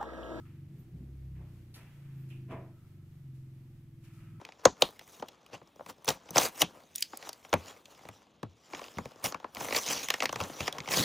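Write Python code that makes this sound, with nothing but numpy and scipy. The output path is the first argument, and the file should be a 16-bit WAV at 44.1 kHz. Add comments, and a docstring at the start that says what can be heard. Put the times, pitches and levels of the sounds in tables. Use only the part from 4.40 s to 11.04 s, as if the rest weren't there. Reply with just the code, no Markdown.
"""Opening a blister pack, close up

A quiet carpeted room, the microphone right beside the hands. Fingers and a knife work a plastic
blister off its card: glue and fibres rip in bursts of fine crackle over rubbing skin, the stiff plastic
snaps and knocks the card, and the pack bumps down on the carpet. The mono sound is widened to stereo."""
import sys
import numpy as np
from scipy import signal
from scipy.fft import rfft, irfft, next_fast_len
from scipy.io import wavfile
from scipy.ndimage import uniform_filter1d, map_coordinates

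SR = 44100
rng = np.random.default_rng(int(sys.argv[2]) if len(sys.argv) > 2 else 0)


def put_to_file(sound):
    """Save the sound as 16-bit audio at rate SR, in the file named by the first command-line argument."""
    columns = np.atleast_2d(sound).T  # one column per channel
    safe = np.clip(columns, -1, 1)
    whole_steps = np.round(safe * 32767)
    wavfile.write(sys.argv[1], SR, whole_steps.astype(np.int16))


N = 292824


def amp(db):
    return 10 ** (np.asarray(db) / 20)


def unit_rms(x):
    return x / np.sqrt(np.mean(x ** 2) + 1e-20)


def along(points, hz):
    """Read (frequency, value) points on a log axis."""
    f, v = np.transpose(points)
    return np.interp(np.log(hz + 1), np.log(f + 1), v)


def curves(rows):
    """One value per sample for each column after the time."""
    times, *columns = np.transpose(rows)
    return np.array([np.interp(np.arange(N) / SR, times, c) for c in columns])


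def wobble(rate):
    """A smooth random curve, rate knots a second."""
    return map_coordinates(rng.standard_normal(int(N * rate / SR) + 4), [np.arange(N) * rate / SR])


def filtered(x, response):
    """x through a complex frequency response."""
    m = next_fast_len(x.shape[-1] + 2048)
    return irfft(rfft(x, m) * response(np.fft.rfftfreq(m, 1 / SR)), m)[..., :x.shape[-1]]


def shaped(x, spectrum):
    """x coloured by (frequency, level) points, rms 1."""
    return unit_rms(filtered(x, lambda hz: amp(along(spectrum, hz))))


def modes(table, hz):
    """Causal response of (frequency, width, level) resonances."""
    return sum((-1) ** k * amp(db) * 1j * hz * width / (centre ** 2 - hz ** 2 + 1j * hz * width)
               for k, (centre, width, db) in enumerate(table))


# the quiet room: (frequency [Hz], level [dB])
ROOM_TONE = [(20, -26), (60, 5), (300, 3.5), (1000, -8), (1600, -18.5), (3400, -7.5), (6000, -30.5),
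             (16000, -40)]
def room_tone():
    """A faint, low hush behind the hands."""
    return amp(-67.5) * shaped(rng.standard_normal(N), ROOM_TONE)


# fingers sliding over the pack: (time [s], crackle [dB], card body [dB], fizz [dB])
RUBBING = [(0.0, -70, -55, -85), (0.11, -72, -69, -87), (0.33, -71.5, -58, -82), (0.65, -69.5, -72, -72.5),
           (0.89, -71, -64.5, -95), (1.41, -78.5, -72.5, -76.5), (2.0, -61.5, -59, -85),
           (2.09, -69, -59, -60.5), (2.35, -68.5, -57.5, -70.5), (2.59, -72.5, -81.5, -80.5),
           (2.75, -60, -63, -76), (2.96, -67.5, -65.5, -70.5), (3.48, -72, -66, -73.5),
           (3.66, -70, -63, -88), (3.83, -73, -68.5, -100), (4.08, -79.5, -79, -92.5),
           (4.29, -66.5, -79, -88.5), (4.46, -59, -62, -65), (4.9, -68.5, -58, -80),
           (5.18, -78.5, -67.5, -89.5), (5.33, -46, -72, -51.5), (5.4, -47, -69.5, -49),
           (5.66, -54, -56, -59), (5.94, -56, -60.5, -62), (6.12, -55, -53, -58.5),
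           (6.29, -61.5, -50, -69.5), (6.51, -65, -52, -65.5), (6.64, -36, -38.5, -60.5)]
# rips and scrapes: (full at [s], rise [s], hold [s], fall [s], crackle [dB], card body [dB], fizz [dB])
TEARS = [(0.24, 0.011, .025, 0.017, -61, -49.5, -64), (.41, 0.015, 0.03, 0.17, -56, -48.5, -51.5),
         (0.698, 0.18, 0.062, 0.22, -61.5, -63, -63), (1.141, 0.039, .005, 0.046, -50.5, -44, -65.5),
         (1.498, 0.064, .005, 0.039, -51, -48.5, -53), (1.687, 0.019, 0.0018, .06, -30.5, -28, -33),
         (1.965, 0.037, 0.092, 0.06, -33.5, -35, -36), (2.158, .03, 0.022, .05, -51, -51, -51.5),
         (2.219, 0.038, 0.0041, 0.016, -29.5, -41, -30), (2.559, 0.025, 0.065, .2, -55, -93, -56),
         (2.857, 0.16, .01, 0.1, -50.5, -49.5, -61.5), (3.243, 0.25, 0.058, 0.18, -55, -53.5, -63.5),
         (3.502, .15, 0.276, 0.1, -67, -68, -74), (4.339, 0.186, 0.098, 0.13, -57, -52.5, -66.5),
         (4.856, 0.032, 0.0032, 0.059, -35, -36, -34.5), (5.207, 0.1, 0.073, 0.11, -45, -43, -46.5),
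         (5.365, 0.081, 0.0033, 0.065, -30.5, -34, -34), (5.506, 0.14, 0.0025, 0.18, -31, -36.5, -38.5),
         (5.636, 0.18, 0.0056, 0.061, -39, -46.5, -46.5), (5.837, .02, 0.0022, 0.05, -47, -36.5, -47),
         (6.012, .08, 0.042, 0.072, -47, -41, -55), (6.209, 0.16, 0.064, 0.039, -42.5, -47, -53),
         (6.511, 0.034, 0.033, .1, -35, -37.5, -38), (6.577, 0.11, 0.0037, 0.44, -28, -36, -33)]
def strain(fade_db=30):
    """Gains of crackle, body and fizz: rubbing, plus rips whose rise and fall each span fade_db."""
    t = np.arange(N) / SR
    power = amp(2 * curves(RUBBING))
    for s, rise, hold, fall, *levels_db in TEARS:
        before = np.maximum(s - t, 0) / rise
        after = np.maximum(t - s - hold, 0) / fall
        power += amp(2 * np.array(levels_db))[:, None] * amp(-2 * fade_db * (before + after))
    return np.sqrt(power)


def patchy(x, depth_db):
    """The colour wanders as different parts of the sheet take the strain."""
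    z = signal.stft(x, nperseg=256)[2]
    field = uniform_filter1d(rng.standard_normal(z.shape), size=4, axis=0)
    field = uniform_filter1d(field, size=12, axis=1)
    return signal.istft(z * amp(depth_db * unit_rms(field)), nperseg=256)[1][:N]


# sheet crackle, airy fizz and handling rumble at close range: (frequency [Hz], level [dB])
SHEET_SPECTRUM = [(1100, -43.5), (1550, -10), (2050, -4.5), (3000, -3), (4500, -5.5), (6200, -2.5),
                  (7500, -8), (9000, -21.5)]
FIZZ_SPECTRUM = [(6500, -36), (8000, 1.5), (10000, -4), (12000, -3), (14500, -1), (15800, 0),
                 (17000, -30.5)]
RUMBLE_SPECTRUM = [(25, -41.5), (50, -8.5), (100, 0), (200, 3.5), (300, 2.5), (420, -36)]
# resonances of the card and blister cavity: (frequency [Hz], width [Hz], level [dB])
CARD_MODES = [(230, 43, -1), (281, 84, 2), (518, 180, 5), (760, 190, 5.5), (1080, 443, 2)]
def ripping(breaks_per_s=700, break_t60_s=.0013, rumble_db=-14, rumble_lag_s=.01):
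    """Fibres and glue part as tiny breaks on a rubbing hiss; the same breaks shake sheet, card and air."""
    crackle_gain, body_gain, fizz_gain = strain()
    breaks = (rng.random(N) < breaks_per_s / SR) * amp(np.minimum(2.3 * rng.exponential(size=N), 11))
    breaks = np.convolve(breaks, amp(-60 * np.arange(200) / SR / break_t60_s))[:N]
    flicker = amp(1.8 * wobble(45) + wobble(120))
    noise = flicker * (unit_rms(breaks) + 1.6) * rng.standard_normal((3, N))
    crackle = crackle_gain * shaped(patchy(noise[0], depth_db=4), SHEET_SPECTRUM)
    fizz = fizz_gain * shaped(noise[1], FIZZ_SPECTRUM)
    body = body_gain * unit_rms(filtered(noise[2], lambda hz: modes(CARD_MODES, hz)))
    # a lumpy rumble follows the card sluggishly
    keep = np.exp(-1 / (rumble_lag_s * SR))
    rumble_gain = amp(rumble_db) * signal.lfilter([1 - keep], [1, -keep], body_gain)
    lumps = amp(5 * wobble(12))
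    rumble = rumble_gain * shaped(lumps * rng.standard_normal(N), RUMBLE_SPECTRUM)
    return crackle + fizz + body + rumble


def levelled(burst, share):
    """Partly level a burst's chance spectral peaks: a break excites all pitches alike."""
    z = rfft(burst)
    broad, fine = (uniform_filter1d(np.abs(z), size=bins) for bins in (120, 24))
    return irfft(z * (broad / (fine + 1e-9)) ** share, len(burst))


def sheet_response(hz, pitch_hz):
    """The buckling patch favours its own pitch: a peak there, a slope away on both sides."""
    slope_db = -5 * np.abs(np.log2((hz + 1) / pitch_hz))
    peak = 1 + 2.72 / (1 + ((hz - pitch_hz) / (.026 * pitch_hz)) ** 2)
    return amp(along(SHEET_SPECTRUM, hz) + slope_db) * peak


def card_response(hz, pitch_hz, soft_hz=3570):
    """The card rings at its modes, lifted at the knock's pitch, and softens the treble."""
    lift = 1 + modes([(pitch_hz, 200, 5)], hz)
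    return modes(CARD_MODES, hz) * lift / (1 + 1j * hz / soft_hz) ** 2


def faint_snaps(per_s=8.3, over_rubbing_db=13, spread_db=1.5):
    """Rows for small snaps at chance moments, following the level of the rubbing."""
    draws = rng.random((int(20 * N / SR), 5))
    s = np.cumsum(-np.log(draws[:, 0])) / per_s
    draws, s = draws[s < N / SR], s[s < N / SR]
    size_db = over_rubbing_db + 2 * spread_db * (draws[:, 1:3] - .5)
    crack_db, knock_db, air_db = curves(RUBBING)[:, (s * SR).astype(int)] + size_db[:, [0, 1, 0]].T
    crack_hz, knock_hz = 1700 * 4 ** draws[:, 3], 350 * 3 ** draws[:, 4]
    thud_db = knock_db - 12.5
    return list(zip(s, crack_db, crack_hz, air_db, knock_db, knock_hz, thud_db))


# the blister's clear snaps beside the microphone, as peak levels:
# (time [s], crack [dB], crack pitch [Hz], air [dB], knock [dB], knock pitch [Hz], thud [dB])
BUCKLES = [(0.0139, -48.5, 2050, -65, -41.5, 435, -67), (0.0508, -30, 2530, -47, -47, 1060, -67),
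           (0.0888, -40, 1980, -69, -40, 764, -57.5), (0.1219, -39.5, 2470, -81, -54.5, 896, -75),
           (0.2536, -6.5, 6580, -26.5, -3.5, 544, -52), (0.3685, -53, 1930, -75, -57, 1060, -66),
           (0.4216, -4.5, 3770, -14.5, -10.5, 500, -41), (0.4885, -43.5, 3620, -53.5, -43, 458, -60),
           (0.5931, -36, 2060, -40, -52, 835, -68), (0.6114, -48, 2490, -60, -46, 782, -68),
           (0.6774, -49, 2020, -46, -53, 1040, -63), (0.7976, -43.5, 3140, -58, -44.5, 890, -50.5),
           (0.824, -40, 3070, -70, -25.5, 891, -53), (0.8848, -39, 3390, -41, -49.5, 350, -66),
           (1.063, -43, 2900, -51, -53, 1110, -73), (1.1314, -41, 2595, -60, -39, 447, -46),
           (1.2156, -70, 2410, -90, -44, 466, -51.5), (1.274, -55, 5780, -62, -60, 292, -70.5),
           (1.3594, -55.5, 5760, -55.5, -50.5, 498, -61), (1.3938, -64.5, 1900, -84, -38, 506, -54),
           (1.4072, -66.5, 3160, -79, -33, 572, -59), (1.4621, -40.5, 1940, -47, -39.5, 990, -54),
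           (1.4916, -50, 2020, -60.5, -40.5, 910, -63), (1.6455, -41, 2110, -35.5, -44, 902, -67.5),
           (1.6558, -37.5, 6130, -41.5, -65, 598, -63), (1.6784, -20, 3540, -27, -23.5, 991, -36),
           (1.6876, -14, 5670, -27.5, -33, 520, -33.5), (1.7035, -22.5, 3160, -51, -25.5, 630, -49),
           (1.8895, -40.5, 2620, -53.5, -40.5, 770, -66), (1.9068, -33.5, 6060, -32, -36.5, 520, -37),
           (1.9586, -20, 5250, -33.5, -16, 714, -32), (1.9688, -15.5, 2205, -29, -13, 706, -37),
           (1.981, -6, 6180, -21.5, -13, 590, -45), (2.157, -43.5, 5670, -46, -53.5, 738, -68),
           (2.2079, -24, 5630, -24.5, -28.5, 705, -53), (2.2178, -8, 2880, -11, -16.5, 1230, -47),
           (2.2234, -17, 2650, -33.5, -18, 736, -31.5), (2.5529, -34, 3650, -40, -55, 297, -67),
           (2.5583, -27, 5700, -21, -79, 322, -73), (2.5815, -27, 6860, -31.5, -74, 297, -78),
           (2.6074, -39, 5880, -26, -80, 1230, -80), (2.6243, -15.5, 4900, -16, -69, 1240, -84),
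           (2.7334, -45, 2420, -64, -34.5, 710, -69), (2.7726, -36, 6890, -30, -51, 581, -76),
           (2.8265, -33, 2020, -51, -44.5, 650, -73), (2.8706, -43, 3860, -48, -40, 678, -62),
           (2.8912, -28.5, 5540, -28, -36, 525, -67), (2.9303, -37, 4560, -36.5, -52, 485, -73),
           (3.0285, -52, 1964, -74.5, -74, 458, -73), (3.0488, -40.5, 2100, -73, -46, 860, -74),
           (3.0926, -46.5, 6380, -55, -65, 420, -69), (3.1291, -17, 2223, -43, -14, 754, -53),
           (3.1382, -17.5, 2160, -26, -13.5, 610, -25), (3.3635, -49, 2270, -59.5, -49.5, 409, -75),
           (3.4554, -41.5, 3270, -49, -61.5, 441, -69), (3.5491, -48, 3200, -57, -68, 307, -68),
           (3.5917, -47, 2200, -58, -48, 800, -61), (3.6523, -44, 1900, -53, -43, 490, -51),
           (3.688, -34.5, 1970, -38.5, -36, 450, -51), (4.0304, -38, 2220, -45, -27, 298, -34.5),
           (4.3345, -32.5, 2290, -65, -30.5, 361, -51), (4.3486, -28, 2220, -68, -39, 960, -55),
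           (4.3934, -34, 2220, -65, -36, 1020, -64), (4.4154, -41, 2320, -54, -36, 530, -68),
           (4.441, -35, 2520, -64, -57, 748, -69), (4.4826, -38, 3140, -59, -43, 1110, -72),
           (4.5714, -40, 2200, -58, -39, 291, -34), (4.5844, -30.5, 2130, -43, -24.5, 1070, -32),
           (4.656, -36, 2350, -45, -31.5, 536, -37.5), (4.8417, -24.5, 5650, -18.5, -26.5, 660, -36),
           (4.8594, -25.5, 6650, -30, -37, 1290, -45), (4.9229, -28.5, 4470, -46, -31.5, 1340, -65),
           (4.9451, -28, 2300, -45, -25.5, 1096, -45), (5.0004, -44, 3600, -60, -40.5, 896, -72),
           (5.0434, -57, 2240, -84, -26, 1020, -60.5), (5.1486, -33.5, 4900, -31, -43, 799, -64),
           (5.1574, -42, 2210, -53, -34.5, 816, -62), (5.1691, -28, 2000, -52, -34, 538, -41),
           (5.2086, -32, 2100, -50, -27, 810, -45), (5.253, -32, 2100, -45, -44.5, 1240, -42),
           (5.2856, -25.5, 1990, -51, -30.5, 550, -59), (5.3078, -27, 2334, -47, -28, 1320, -57),
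           (5.3253, -20, 2100, -36.5, -23.5, 760, -59), (5.3476, -20, 2030, -39.5, -24, 845, -42),
           (5.3637, -16, 4600, -39.5, -25, 480, -58), (5.3854, -25, 2020, -47.5, -28.5, 1090, -54),
           (5.4343, -29, 6300, -45, -50, 1260, -61), (5.4635, -25, 6360, -42, -50, 541, -53),
           (5.4861, -20.5, 6600, -41.5, -38, 1080, -42), (5.5534, -28, 6470, -50, -47, 1240, -70),
           (5.686, -19.5, 1957, -26.5, -33, 1060, -52), (5.7032, -10.5, 1890, -20, -24.5, 1250, -58),
           (5.7397, -16.5, 1831, -28.5, -26, 584, -60), (5.8039, -18, 1980, -43, -30, 570, -59),
           (5.8231, -17, 1970, -53, -20, 1250, -67), (5.8304, -24, 2440, -34.5, -32, 800, -63),
           (5.8559, -15, 1960, -23.5, -24.5, 825, -50), (5.8926, -24.5, 2993, -49, -27.5, 1320, -47),
           (5.9269, -27.5, 6060, -31, -24, 1100, -47), (5.9584, -24.5, 2040, -41, -24.5, 1090, -37.5),
           (6.0028, -26, 2654, -34, -26.5, 1100, -44), (6.0109, -27, 2707, -42, -27.5, 595, -33.5),
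           (6.0375, -26.5, 6910, -46, -47.5, 554, -38), (6.0975, -39.5, 1970, -60, -35, 291, -45),
           (6.2054, -20, 2574, -41.5, -25.5, 293, -33), (6.2785, -15.5, 2316, -35, -20, 523, -48),
           (6.326, -27.5, 3295, -34.5, -41, 668, -49), (6.3834, -28, 2170, -45, -29, 1050, -44),
           (6.4033, -26.5, 2150, -57.5, -49, 708, -40), (6.4355, -45, 3230, -58, -61, 479, -57),
           (6.4587, -36, 2180, -56, -51, 530, -59), (6.4754, -30.5, 2150, -67, -30.5, 781, -58),
           (6.4874, -23, 2060, -46, -33, 760, -41), (6.5176, -22.5, 2570, -42.5, -38, 1280, -43),
           (6.542, -20, 2225, -46, -38.5, 291, -39), (6.5674, -22.5, 6870, -39.5, -32.5, 584, -31),
           (6.5839, -24.5, 3013, -28.5, -26, 293, -35), (6.5924, -22, 2400, -34, -26.5, 325, -26.5)]
def snaps(base_decay_s=.013, decay_spread_db=1.5, card_rise_s=.0012):
    """Each buckle of the plastic cracks, then knocks the card and thuds into the hand."""
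    out, t = np.zeros(N + SR), np.arange(SR // 10) / SR
    for s, crack_db, crack_hz, air_db, knock_db, knock_hz, thud_db in list(BUCKLES) + faint_snaps():
        decay_s = max(base_decay_s * amp(decay_spread_db * rng.standard_normal()), .003)
        fall = lambda stretch: amp(-60 * t / (stretch * decay_s))
        burst = rng.standard_normal((4, len(t))) * (1 - np.exp(-t / (.021 * decay_s)))
        buckle = levelled(burst[0] * fall(3.6), .18)
        crack = fall(1.8) * filtered(buckle, lambda hz: sheet_response(hz, crack_hz))
        air = fall(.73) * shaped(burst[1], FIZZ_SPECTRUM)
        swing = 1 - np.exp(-t / card_rise_s)
        push = levelled(burst[2] * fall(1) * swing, .66) * fall(7)
        knock = filtered(push, lambda hz: card_response(hz, knock_hz))
        thud = filtered(burst[3] * fall(9.7), lambda hz: modes([(160, 170, 0)], hz) ** 2)
        for db, part in (crack_db, crack), (air_db, air), (knock_db, knock), (thud_db, thud):
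            out[round(s * SR):][:len(t)] += amp(db) * part / np.max(np.abs(part))
    return out[:N]


# the room's short decay: (frequency [Hz], t60 [s])
ROOM_DECAY = [(100, 0.18), (500, 0.074), (2000, 0.09), (6000, 0.21), (14000, .1)]
def reverb(x):
    """The energy of each band lingers and dies away in the room, carried by fresh noise."""
    hz, t, z = signal.stft(x, SR, nperseg=256)
    dulled = z / (1 + (hz[:, None] / 4500) ** 2)  # carpet and hands swallow the treble
    power = uniform_filter1d(np.abs(dulled) ** 2, size=5, axis=0)
    keep = amp(-120 * t[1] / along(ROOM_DECAY, hz))
    held = [signal.lfilter([0, 0, 1 - k], [1, -k], p) for k, p in zip(keep, power)]
    noise = signal.stft(rng.standard_normal(N), SR, nperseg=256)[2]
    noise /= np.sqrt(np.mean(np.abs(noise) ** 2))
    return signal.istft(noise * np.sqrt(np.abs(held)), SR, nperseg=256)[1][:N]


# gain of the widening copy: (frequency [Hz], level [dB])
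WIDTH = [(60, -16.5), (1000, -8), (1550, 0), (2000, -16.5), (6800, -20), (7800, 0), (8500, -6), (9400, -7),
         (10100, -18), (11100, 2.5), (12100, -23), (13000, -13), (14000, -28.5), (14800, -3.5),
         (16000, -12.5)]
def stereo_width(x):
    """A random-phase copy, opposite in left and right, that widens certain bands."""
    hz, _, z = signal.stft(x, SR, nperseg=256)
    turns = np.exp(2j * np.pi * rng.random(z.shape))
    side = signal.istft(z * turns * amp(along(WIDTH, hz))[:, None], SR, nperseg=256)[1][:N]
    return np.array([side, -side])


# the pack meeting the carpet: (time [s], level [dB], pitch [Hz], t60 [s])
FLOOR_BUMPS = [(3.132, -29.5, 91, 0.26), (3.69, -45, 106.1, 0.2), (4.036, -38, 99.7, 0.26),
               (4.58, -37.5, 89, .15), (6.008, -31.5, 91, 0.2), (6.209, -29.5, 81.5, 0.083)]
def floor_bumps(rise_s=.0039):
    """The pack bumps down and the floor booms, a soft low ring whose pitch wavers."""
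    out, t = np.zeros(N), np.arange(SR // 3) / SR
    for s, db, hz, t60 in FLOOR_BUMPS:
        phase = 2 * np.pi * hz * t + wobble(46)[:len(t)]
        envelope = amp(db - 60 * t / t60) * (1 - np.exp(-t / rise_s))
        out[round(s * SR):][:len(t)] += envelope * np.sin(phase)
    return out


def scene():
    """The close pack and the room around it in mono, then widened."""
    pack = snaps() + ripping()
    mono = pack + amp(-10.5) * reverb(pack) + floor_bumps() + room_tone()
    return mono + stereo_width(mono)


# left channel over right: (frequency [Hz], level [dB])
STEREO_BALANCE = [(60, 1.5), (500, 1.5), (850, 4), (1400, 3), (1750, -4), (2000, 0), (16000, 0)]
# left channel's phase minus the right's: (frequency [Hz], phase [half turns])
STEREO_PHASE = [(60, .05), (1300, 0), (1500, -.2), (2000, 0), (3200, .12), (4200, 0), (7400, 0),
                (7700, -.4), (8350, -.95), (8650, -1.05), (9700, -1.95), (10500, -2.05), (11600, -2.95),
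                (12400, -3.03), (13600, -3.97), (14400, -4.03), (15200, -4.9), (17000, -5.1)]
def record(dry, ceiling=.93, bass_cut_hz=38, top_hz=16840):
    """A fixed left/right level and phase filter; loud cracks round off, deep bass and top are cut."""
    half = np.array([[.5], [-.5]])
    balance = lambda hz: amp(half * along(STEREO_BALANCE, hz))
    phase = lambda hz: np.exp(1j * np.pi * half * along(STEREO_PHASE, hz))
    wide = filtered(dry, lambda hz: balance(hz) * phase(hz))
    rounded = wide / (1 + np.abs(wide / ceiling) ** 6) ** (1 / 6)
    return filtered(rounded, lambda hz: (hz < top_hz) * hz ** 2 / (hz ** 2 + bass_cut_hz ** 2))


dry = scene()
out = record(dry)
put_to_file(out)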